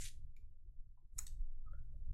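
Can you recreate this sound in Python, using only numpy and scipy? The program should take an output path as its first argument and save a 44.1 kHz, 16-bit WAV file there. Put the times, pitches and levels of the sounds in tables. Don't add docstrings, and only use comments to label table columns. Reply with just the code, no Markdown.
import sys
import numpy as np
from scipy import signal
from scipy.fft import rfft, irfft
from scipy.io import wavfile
from scipy.ndimage import uniform_filter1d

SR = 44100
rng = np.random.default_rng(int(sys.argv[2]) if len(sys.argv) > 2 else 0)


def generate_wav(signal):
    frames = np.transpose(np.atleast_2d(signal))
    scaled = np.clip(frames, -1, 1) * 32767
    pcm = np.round(scaled).astype(np.int16)
    wavfile.write(sys.argv[1], SR, pcm)


def invert_db(x):
    u = np.asarray(x, float) / 20
    return 10 ** u


N = 94197
T = np.arange(N) / SR

# time in seconds, level in dB, favoured Hz.
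STROKE = [
    (0, -58, 7000),
    (.014, -48, 6800),
    (.04, -50, 7020),
    (.055, -47, 4300),
    (.072, -51.5, 4000),
    (.088, -53.5, 4650),
    (.097, -64.5, 5000),
    (.115, -76.5, 4950),
    (.14, -99, 4960),
]
# frequency in Hz, density in dB per Hz.
SCRAPE_COLOUR = [(800, -61.5), (1150, -24), (1400, -17.5), (1800, -3), (4110, -4.5), (5120, -9.5),
                 (6740, -1.5), (10100, -5.5), (13400, -16.5), (15600, -35.5)]
# time in seconds, level in dB, favoured Hz.
PUSH = [
    (1.12, -100, 8900),
    (1.135, -93, 8900),
    (1.165, -84, 9000),
    (1.178, -72, 9100),
    (1.183, -49, 7900),
    (1.188, -48, 8000),
    (1.197, -56, 7800),
    (1.21, -81, 8000),
]
# frequency in Hz, density in dB per Hz.
PUSH_COLOUR = [(600, -15.5), (2000, -11), (5000, -10), (7500, -3.5), (11000, -7), (14500, -9.5),
               (15900, -18.5)]
GRAINS_PER_S, GRAIN_SPREAD_DB = 8300, 2
LIP_DB, LIP_OCTAVES = 6.5, 0.47

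# time in seconds, level in dB.
SNAPS = [
    (1.1833, -41),
    (1.1840, -42),
    (1.1853, -35),
    (1.1864, -38),
    (1.1894, -26),
    (1.1941, -41),
    (1.1951, -42),
]
# frequency in Hz, level in dB, t60 in seconds.
SLEEVE_MODES = [(839.6, -23.5, .02), (1300, -18.5, .02), (2237, -16, 0.021), (4000, -13, 0.0073),
                (5380, -9.5, 0.0066), (6773, -1, 0.021), (7874, -1.5, 0.012), (8650, -9, 0.018),
                (9700, -4.5, 0.0043), (11730, -7, 0.0045), (14700, -17, 0.0042)]
# time in seconds, level in dB.
SETTLES = [
    (1.2656, -58.5),
    (1.2665, -46.5),
    (1.2675, -47.5),
    (1.2684, -41.5),
    (1.2700, -48),
    (1.2745, -59.5),
    (1.2785, -49),
]
# frequency in Hz, level in dB, t60 in seconds.
EDGE_MODES = [(1860, -15, 0.015), (3750, -7.5, 0.016), (4480, -3, 0.0055), (5600, -4.5, 0.0071),
              (6620, 2.5, 0.0041), (7970, -2, 0.018), (8580, -1, 0.015), (11540, -7.5, 0.016),
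              (14420, -19, 0.0037)]
# time in seconds, level in dB.
TICKS = [
    (.3612, -81),
    (.3632, -98),
    (.3648, -64),
    (.3662, -64.5),
    (.3678, -64.5),
    (.3695, -75),
    (.3725, -80),
]
# frequency in Hz, level in dB, t60 in seconds.
NAIL_MODES = [(1990, -19, 0.013), (2214, 4, .012), (2384, 2.5, 0.016), (3790, -7, 0.014),
              (4650, -6.5, 0.0052), (6940, -6, 0.022), (10800, -23, 0.0065), (10800, -9, 0.0087),
              (12500, -4, 0.0047)]
LONGEST_RING_S = .013
SNAP_CRACK_DB, SETTLE_CRACK_DB, TICK_CRACK_DB = -19, -14, -14
CRACK_S, CRACK_ROOM_DB = .002, 4.5

# time in seconds, level in
# dB, frequency in Hz, t60 in seconds.
TAPS = [(0.386, -78.5, 426, 0.069), (0.421, -93.5, 1107, .03), (.535, -89.5, 507, 0.07),
        (.735, -87.5, 650, 0.042), (.795, -91.5, 709, 0.077), (0.653, -81.5, 350, 0.1),
        (.972, -77, 976, 0.039), (.975, -82, 773, 0.072), (1.024, -81.5, 333, 0.089),
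        (1.182, -66.5, 894, .025), (1.184, -63, 1300, 0.02), (1.43, -93.5, 1290, 0.077),
        (1.468, -87.5, 748, 0.056), (1.58, -83.5, 780, 0.092), (1.599, -91.5, 1065, 0.057),
        (1.729, -67.5, 570, 0.057), (1.731, -63.5, 1408, 0.028), (1.732, -82, 1686, 0.065),
        (1.733, -89, 3200, .03), (1.731, -91.5, 1960, 0.03), (1.94, -72.5, 572, 0.031),
        (2.005, -80, 570, 0.076), (2.062, -78.5, 615, 0.043)]
KNOCK_S, KNOCK_DB = .005, 1.5
# time in seconds, frequency in Hz, level in dB.
SQUEAK = [
    (1.657, 1260, -99),
    (1.663, 1277, -75),
    (1.684, 1261, -65),
    (1.698, 1284, -92),
    (1.712, 1305, -74.5),
    (1.735, 1328, -78.5),
    (1.762, 1413, -85),
    (1.79, 1543, -83),
    (1.80, 1550, -100),
]
SQUEAK_ROUGH_DB = 2

ROOM_T60_S, ROOM_SIDE_DB, ROOM_TREBLE_HZ = 0.24, -11, 17500
SCRAPE_ROOM_DB, SNAP_ROOM_DB, SETTLE_ROOM_DB = -10, -16, -12
TICK_ROOM_DB, FAR_ROOM_DB, SQUEAK_ROOM_DB = -7.5, -5.5, -7.5
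PUSH_SIDE_DB = -12.5
DIP_HZ, DIP_WIDTH_HZ, DIP_SHARE = 3152, 1800, 0.84

# time in seconds, air level in dB, blade throb in dB,
# upper air in dB against the air.
GATE = [(0.03, -50, -41.5, -31.5), (0.1, -60.5, -47.5, -20), (0.27, -52, -46.5, -33.5),
        (0.34, -58, -49, -25), (0.64, -63.5, -54, -25.5), (0.72, -59.5, -66, -31), (0.8, -63.5, -42, -23.5),
        (0.86, -61.5, -59, -27.5), (1.12, -66.5, -57.5, -27.5), (1.17, -51, -45, -23.5),
        (1.37, -57.5, -46.5, -25.5), (1.43, -46, -42, -36), (1.48, -55, -38.5, -20.5),
        (1.68, -53.5, -44.5, -27.5), (1.78, -47, -44, -33.5), (2.0, -49, -48, -30.5),
        (2.07, -50.5, -40.5, -38.5), (2.11, -41, -44.5, -42.5)]
# frequency in Hz, density in dB per Hz.
RUMBLE_COLOUR = [(14, -31), (24, 2), (43, -5.5), (78, -12), (253, -42.5), (464, -53), (565, -55.5),
                 (894, -65), (1200, -72), (1560, -87.5), (2640, -120)]
UPPER_AIR_HZ, UPPER_AIR_DB = 162.8, 27
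HUM_HZ, HUM_WIDTH_HZ, HUM_DB = 124.2, 3.7, -21
RUMBLE_SIDE_DB = -23.5
BLADE_HZ, BLADE_WANDER_HZ = 15, 1.3
# frequency in Hz, density in dB per Hz.
HISS_COLOUR = [(710, -34), (1200, 2), (1280, 2.5), (1490, -1), (2950, -7), (15500, -6.5)]
HISS_DB, HISS_FOLLOWS = -101, 0.5
OFFSET = -.0004


def rms_one(x):
    return x / np.sqrt(np.mean(x ** 2) + 1e-20)


def in_time(rows):
    s, *columns = np.transpose(rows)
    return [np.interp(T, s, c) for c in columns]


def colour(x, spectrum):
    hz, db = np.transpose(spectrum)
    f = np.maximum(np.fft.rfftfreq(N, 1 / SR), 1)
    gain = invert_db(np.interp(np.log(f), np.log(hz), db, left=-80, right=-80))
    return irfft(rfft(x) * gain, N)


def drift(rate):
    r = np.exp(-2 * np.pi * rate / SR)
    white = rng.standard_normal(N + SR)
    return rms_one(signal.lfilter([1], [1, -2 * r, r * r], white)[SR:])


def ring(x, hz, t60):
    r, w = invert_db(-60 / (t60 * SR)), 2 * np.pi * hz / SR
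    return signal.lfilter([0, np.sin(w)], [1, -2 * r * np.cos(w), r * r], x + 1e-18)


def burst(length_s):
    t = T[:SR // 10]
    puff = rng.standard_normal(len(t)) * t / length_s * np.exp(-t / length_s * 2)
    return puff / np.sqrt(np.sum(puff ** 2))


def scrape(stroke, spectrum):
    db, lip_hz = in_time(stroke)
    sizes = invert_db(GRAIN_SPREAD_DB * np.minimum(rng.exponential(1, N), 5)) * rng.choice([-1, 1], N)
    occurs = rng.random(N) < GRAINS_PER_S / SR
    grains = rms_one(colour(sizes * occurs, spectrum))
    edges, out = 707 * 2 ** np.arange(0, 4.6, .5), 0
    for low, high in zip(edges, edges[1:]):
        band = signal.sosfilt(signal.butter(2, [low, high], "band", fs=SR, output="sos"), grains)
        away = np.log2(np.sqrt(low * high) / lip_hz) / LIP_OCTAVES
        out = band * invert_db(LIP_DB * np.exp(-away ** 2) + 1.3 * drift(60)) - out
    touching = (T >= stroke[0][0]) & (T < stroke[-1][0])
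    return out * invert_db(db - 8.0) * touching


def struck(hits, modes, longest=LONGEST_RING_S):
    s, db = np.transpose(hits)
    chance, out = rng.standard_normal((len(s), len(modes))), 0
    for k, (hz, mode_db, t60) in enumerate(modes):
        clicks = np.zeros(N)
        clicks[(s * SR).astype(int)] = invert_db(db + mode_db + 2 * chance[:, k]) / 2 * (-1) ** k
        out = out + ring(clicks, hz, min(t60, longest))
    return out


def crack(hits, crack_db, low_hz, high_hz):
    out = np.zeros(N + SR)
    for s, db in hits:
        start = int(s * SR)
        out[start:start + SR // 10] += invert_db(db + crack_db + 12) * burst(CRACK_S)
    band = signal.butter(2, [low_hz, high_hz], "band", fs=SR, output="sos")
    return room(signal.sosfilt(band, out[:N] + 1e-18), CRACK_ROOM_DB)


def taps():
    out = np.zeros(N + SR)
    for s, db, hz, t60 in TAPS:
        puff = np.pad(burst(KNOCK_S), (0, SR // 10))
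        rub = signal.lfilter(*signal.iirpeak(hz, 2, SR), puff)
        knock = ring(rub, hz, t60)
        start = int(s * SR)
        out[start:start + len(knock)] += invert_db(db + KNOCK_DB) * knock / np.max(np.abs(knock))
    return out[:N]


def squeak():
    hz, db = in_time(SQUEAK)
    on = (T > SQUEAK[0][0]) & (T < SQUEAK[-1][0])
    level = invert_db(db + SQUEAK_ROUGH_DB * drift(48.2))
    phase = 2 * np.pi * np.cumsum(hz + 8 * drift(37)) / SR
    return np.sqrt(2) * on * level * np.sin(phase)


def desk_dip(x):
    return x - DIP_SHARE * signal.lfilter(*signal.iirpeak(DIP_HZ, DIP_HZ / DIP_WIDTH_HZ, SR), x)


def room(x, room_db):
    t = T[:SR // 2]
    tail = rng.standard_normal((2, len(t))) * invert_db(-60 * t / ROOM_T60_S) * (t > .003)
    tail = signal.sosfilt(signal.butter(1, ROOM_TREBLE_HZ, fs=SR, output="sos"), tail)
    tail = tail / np.sqrt(np.sum(tail[0] ** 2))
    mid, side = signal.fftconvolve(x[None], tail, axes=1)[:, :N]
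    return x + invert_db(room_db) * (mid + invert_db(ROOM_SIDE_DB) * side * [[1], [-1]])


def narrow(hz, width_hz):
    t60 = np.log(1000) / (np.pi * width_hz)
    return rms_one(ring(rng.standard_normal(N + SR), hz, t60)[SR:])


def rumble(bright_db):
    air = rms_one(colour(rng.standard_normal(N), RUMBLE_COLOUR)) * invert_db(3.5 * drift(9))
    upper = signal.sosfiltfilt(signal.butter(2, UPPER_AIR_HZ, "high", fs=SR, output="sos"), air)
    air = air + upper * (invert_db(bright_db + UPPER_AIR_DB) - 1)
    hum = rms_one(ring(narrow(HUM_HZ, HUM_WIDTH_HZ), HUM_HZ, 0.053))
    return rms_one(air + invert_db(HUM_DB) * hum)


def throb():
    hz = BLADE_HZ + BLADE_WANDER_HZ * drift(2.5)
    return np.sqrt(2) * np.sin(2 * np.pi * np.cumsum(hz) / SR + 1.6)


def hiss(gate_db):
    white = rng.standard_normal((2, N))
    mid, side = [rms_one(colour(w, HISS_COLOUR)) for w in white]
    follow_db = HISS_FOLLOWS * (uniform_filter1d(gate_db, size=SR // 4) - gate_db.mean())
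    return invert_db(HISS_DB + follow_db) * (mid + invert_db(-0.5) * side * [[1], [-1]])


def scene():
    gate_db, throb_db, bright_db = in_time(GATE)
    snap = desk_dip(scrape(PUSH, PUSH_COLOUR) + struck(SNAPS, SLEEVE_MODES))
    near = room(scrape(STROKE, SCRAPE_COLOUR), SCRAPE_ROOM_DB) + room(snap, SNAP_ROOM_DB)
    near = near + room(struck(SETTLES, EDGE_MODES), SETTLE_ROOM_DB)
    near = near + room(struck(TICKS, NAIL_MODES), TICK_ROOM_DB)
    near = near + desk_dip(crack(SNAPS, SNAP_CRACK_DB, low_hz=937, high_hz=15800))
    near = near + crack(SETTLES, SETTLE_CRACK_DB, low_hz=2900, high_hz=9900)
    near = near + crack(TICKS, TICK_CRACK_DB, low_hz=1900, high_hz=14430)
    near = near + invert_db(PUSH_SIDE_DB) * scrape(PUSH, PUSH_COLOUR) * [[1], [-1]]
    far = room(taps(), FAR_ROOM_DB) + room(squeak(), SQUEAK_ROOM_DB)
    air = rumble(bright_db) + invert_db(RUMBLE_SIDE_DB) * rumble(bright_db) * [[1], [-1]]
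    low = invert_db(gate_db + 3.0) * air + invert_db(throb_db) * throb()
    return OFFSET + near + far + low + hiss(gate_db)


def low_pass(x):
    return signal.sosfilt(signal.butter(12, 16020, fs=SR, output="sos"), x)


def record(dry):
    return low_pass(dry)


dry = scene()
out = record(dry)
generate_wav(out)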